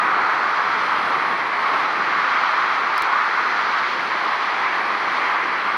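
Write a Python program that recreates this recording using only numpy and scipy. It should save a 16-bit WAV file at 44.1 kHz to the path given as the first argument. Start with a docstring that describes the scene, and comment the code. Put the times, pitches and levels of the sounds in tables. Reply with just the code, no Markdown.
"""Distant road traffic and taxiing jets heard across an open airfield on a still, damp day.
From the start, engine rumble, tyre roar, road whoosh and thin jet hiss swell and drift in patches as the
air moves, over faint microphone hiss and with almost no bass: each is noise shaped in short-time spectra.
About three seconds in come a brief high ringing tick, made of decaying sines, and a broadband click,
perhaps a digital glitch, made of a very short one-way pulse. The traffic then carries on to the end."""
import sys
import numpy as np
from scipy import signal
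from scipy.io import wavfile
from scipy.ndimage import uniform_filter1d

SR = 44100
rng = np.random.default_rng(int(sys.argv[2]) if len(sys.argv) > 2 else 0)


def store_wav(level_fs):
    """Save 16-bit WAV to argv[1]."""
    pcm = np.round(np.clip(np.atleast_2d(level_fs), -1, 1) * 32767)
    wavfile.write(sys.argv[1], SR, pcm.T.astype(np.int16))


N = 254456  # length in samples

FFT_SIZE, HOP = 1024, 256  # samples
FRAME_S = np.arange(N // HOP + 5) * HOP / SR  # time of each spectral frame
BIN_HZ = np.fft.rfftfreq(FFT_SIZE, 1 / SR)[:, None]


def gain_of(db):
    """Decibels to amplitude."""
    return 10 ** (np.asarray(db) / 20)


def evened(x):
    """Scales to rms 1."""
    return x / np.sqrt(np.mean(x ** 2) + 1e-20)


def spectrum(points, hz):
    """Reads a spectrum table at the given frequencies, in straight lines over log frequency."""
    point_hz, value = np.transpose(points)
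    return np.interp(np.log(hz + 1), np.log(point_hz + 1), value)


def follow(curve):
    """Reads each column of a time curve at the frame times."""
    seconds, *columns = np.transpose(curve)
    return [np.interp(FRAME_S, seconds, column) for column in columns]


def octaves_above(pivot_hz):
    """Distance of each bin from the pivot of a spectral tilt, in octaves."""
    return np.log2((BIN_HZ + 1) / pivot_hz)


# Stereo width. Each row: frequency in Hz, side over mid in dB.
SIDE_OVER_MID = [(60, -11), (140, -12.5), (330, -21.5), (500, -18.5), (1160, -27), (1770, -26), (2700, -19),
                 (5000, -14), (7000, -8), (8000, -15), (9500, -4), (13000, -7)]
# Stereo balance. Each row: frequency in Hz, left over right in dB.
BALANCE = [(100, 1), (500, -0.35), (2700, -0.3), (9000, 0.5)]


def rush(shape_db, level_db, patchy_db, flicker_db):
    """Stereo noise from random short-time spectra, with drifting patches and a flicker shared by all bins."""
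    frames = len(level_db)
    mid_re, mid_im, side_re, side_im, patches = rng.standard_normal((frames, len(BIN_HZ), 5)).T

    # Patches spread over neighbouring bins, then over neighbouring frames
    patches = uniform_filter1d(patches, size=12, axis=0)
    patches = evened(uniform_filter1d(patches, size=16, axis=1))
    flicker = evened(uniform_filter1d(rng.standard_normal(frames), size=5))
    size = gain_of(shape_db + patchy_db * patches + flicker_db * flicker)
    size = size / np.sqrt((size ** 2).sum(0).mean())  # unit power on average, before the level

    mid = mid_re + 1j * mid_im
    side = (side_re + 1j * side_im) * gain_of(spectrum(SIDE_OVER_MID, BIN_HZ))
    lean = gain_of(spectrum(BALANCE, BIN_HZ) / 2)  # half to each ear
    pair = np.array([(mid + side) * lean, (mid - side) / lean])
    pair = pair * size * gain_of(level_db)
    # 75% overlapped Hann frames of unit spectra come out at a known rms
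    _, noise = signal.istft(pair, nperseg=FFT_SIZE, noverlap=FFT_SIZE - HOP)
    return noise[:, :N] * np.sqrt(3 / 2)


# Colour of the microphone hiss. Each row: frequency in Hz, relative level in dB per Hz.
HISS_SPECTRUM = [(3000, -100), (6000, -19), (7600, -5.5), (8200, -4), (8900, 0.5), (10000, -0.5),
                 (10800, -6), (13000, -10), (15000, -16), (15400, -65)]
# Swell of the microphone hiss. Each row: time in seconds, level in dB.
HISS_LEVEL = [(.3, -63.5), (.7, -63), (1.05, -60.5), (1.5, -63), (2.1, -64), (2.7, -62.5), (3.3, -64),
              (4, -63), (4.5, -64.5), (5.1, -63), (5.6, -64.5)]


def mic_hiss():
    """Faint, patchy microphone hiss, far above the traffic in pitch."""
    level_db, = follow(HISS_LEVEL)
    return rush(spectrum(HISS_SPECTRUM, BIN_HZ), level_db, patchy_db=2, flicker_db=0.7)


# The ringing tick, then the click. Each row: start in seconds, ring level in dB, click level in dB,
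# decay time constant of the click's pulse in seconds.
TICK_AND_CLICK = [(2.9797, -17, -40, .00003), (3.0224, -45, -11, .00005)]
# Modes of the ring. Each row: frequency in Hz, relative level in dB, time to fall 60 dB in seconds,
# left over right in dB, phase by which left leads in radians.
RING_MODES = [(3400, -6, .004, 0, .2), (5000, 1, .005, 0, .5), (7200, -10, .003, 0, .5),
              (9300, -7, .004, -1, .5), (11500, -11, .003, 0, .6), (13500, -9, .004, 1, .9)]


def tick_and_click():
    """Decaying sines lead in the high ringing tick, a short one-way pulse in the broadband click after it."""
    t = np.arange(400) / SR
    ear = np.array([[.5], [-.5]])  # left and right halves of a difference
    ring = np.zeros((2, len(t)))
    for hz, db, t60, lean_db, lead in RING_MODES:
        decay = gain_of(db - 60 * t / t60 + lean_db * ear)
        ring += decay * np.sin(2 * np.pi * hz * t + lead * ear)
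    ring *= 1 - np.exp(-t / 0.00012)  # the ring builds over a fraction of a millisecond

    out = np.zeros((2, N))
    for start_s, ring_db, click_db, pulse_s in TICK_AND_CLICK:
        pulse = np.exp(-t / pulse_s) * gain_of(1.5 * ear)  # 1.5 dB stronger on the left
        start = round(start_s * SR)
        out[:, start:start + len(t)] += gain_of(ring_db) * ring + gain_of(click_db) * pulse
    return out


# Colour of the jets. Each row: frequency in Hz, relative level in dB per Hz before the tilt.
JET_SPECTRUM = [(1000, -100), (2000, -25), (2700, 0), (3300, 1), (3650, -3.5), (4050, -1.5), (4650, -5.5),
                (5100, -10.5), (6000, -15.5), (6800, -24.5), (7400, -31), (8200, -60), (10000, -100)]
# Swell of the jets. Each row: time in seconds, level in dB, brightness tilt in dB per octave.
JET_SWELL = [(0, -38.5, -0.5), (.55, -37, 1.5), (.95, -36.5, -1), (1.5, -39, 0), (1.73, -35.5, -0.5),
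             (1.97, -37.5, 1), (2.4, -34, -1), (2.75, -36.5, 0.5), (3.1, -37, 0.7), (3.5, -35.5, 1),
             (3.9, -35, 0), (4.15, -37, 0.5), (4.5, -35.5, -1), (4.9, -38, 0.3), (5.2, -35.7, 0),
             (5.45, -38, 0), (5.77, -37, -4)]


def jet_hiss():
    """Thin hiss of taxiing jets, its spectrum tilting brighter and duller about 3600 Hz."""
    level_db, brightness = follow(JET_SWELL)
    shape_db = spectrum(JET_SPECTRUM, BIN_HZ) + brightness * octaves_above(3600)
    return rush(shape_db, level_db, patchy_db=0.5, flicker_db=0.56)


# Colour of the engines. Each row: frequency in Hz, relative level in dB per Hz before the tilt.
RUMBLE_SPECTRUM = [(30, -61), (60, -47), (100, -25.5), (140, -10), (250, -4.5), (400, 1), (560, -3),
                   (900, -9.5), (1500, -43), (3000, -100)]
# Swell of the engines. Each row: time in seconds, level in dB.
RUMBLE_SWELL = [(0, -36), (.4, -37.5), (1.2, -33.5), (1.5, -36), (2.1, -36.5), (2.6, -38.5), (3.1, -38.5),
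                (3.7, -38), (4.1, -37), (4.4, -39.5), (5, -37), (5.3, -37.5), (5.77, -36.5)]
REST_DB = -38  # rumble level at rest
DEPTH_AT_REST, DEPTH_PER_DB = -0.6, 0.4  # dB per octave, and its growth per dB of swell


def engine_rumble():
    """Low engine noise that tilts about 350 Hz, reaching deeper as it swells."""
    level_db, = follow(RUMBLE_SWELL)
    depth = DEPTH_AT_REST + DEPTH_PER_DB * (level_db - REST_DB)
    shape_db = spectrum(RUMBLE_SPECTRUM, BIN_HZ) - depth * octaves_above(350)
    return rush(shape_db, level_db, patchy_db=0.8, flicker_db=0.7)


# Colour of the road whoosh. Each row: frequency in Hz, relative level in dB per Hz.
WHOOSH_SPECTRUM = [(500, -100), (1000, -32), (1500, -0.5), (2000, 0), (2300, -3.5), (2700, -12.5),
                   (3200, -40), (6000, -100)]
# Swell of the road whoosh. Each row: time in seconds, level in dB.
WHOOSH_SWELL = [(0, -25.5), (.7, -27.5), (1.3, -26), (1.95, -26.5), (2.25, -24.8), (2.7, -25.5),
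                (3.3, -25.8), (4.4, -27), (4.7, -24.5), (5, -26.8), (5.3, -24.4), (5.77, -27.5)]


def road_whoosh():
    """Steady-coloured noise of the road, above the tyre roar in pitch."""
    level_db, = follow(WHOOSH_SWELL)
    return rush(spectrum(WHOOSH_SPECTRUM, BIN_HZ), level_db, patchy_db=0.2, flicker_db=0.47)


# Colour of the tyres. Each row: frequency in Hz, relative level in dB per Hz, for a centre of 1170 Hz.
ROAR_SPECTRUM = [(200, -100), (400, -33.5), (600, -16.5), (850, -6), (1050, -2), (1170, 0.5), (1350, -2.5),
                 (1600, -10), (2400, -38), (5000, -100)]
# Swell of the tyres. Each row: time in seconds, level in dB.
ROAR_SWELL = [(0, -19.5), (.5, -20), (.7, -21.5), (1.25, -21.5), (1.45, -24), (1.75, -19.5), (1.95, -22.5),
              (2.5, -19.5), (2.9, -22.5), (3.15, -20), (3.5, -21.5), (3.7, -20.5), (3.95, -24.5),
              (4.2, -22.5), (4.95, -23.5), (5.3, -21.5), (5.55, -24), (5.77, -22.5)]
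# Slide of the tyres. Each row: time in seconds, centre in Hz.
ROAR_SLIDE = [(0, 1183), (.8, 1180), (1.55, 1107), (2.2, 1200), (2.9, 1170), (3.3, 1240), (3.8, 1216),
              (4.2, 1130), (5.2, 1115), (5.77, 1183)]


def tyre_roar():
    """The loudest layer: a band of tyre noise whose whole spectrum slides with speed."""
    level_db, = follow(ROAR_SWELL)
    centre_hz, = follow(ROAR_SLIDE)
    shape_db = spectrum(ROAR_SPECTRUM, BIN_HZ * 1170 / centre_hz)
    return rush(shape_db, level_db, patchy_db=0.38, flicker_db=0.43)


def scene():
    """The microphone hiss, the tick and click, the jets and the road traffic together."""
    return mic_hiss() + tick_and_click() + jet_hiss() + engine_rumble() + road_whoosh() + tyre_roar()


def record(dry):
    """Limits the band with a steep linear-phase low-pass at 16 kHz."""
    low_pass = signal.firwin(511, 16000, window=("kaiser", 9), fs=SR)
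    return signal.oaconvolve(dry, low_pass[None], "same")


dry = scene()
out = record(dry)
store_wav(out)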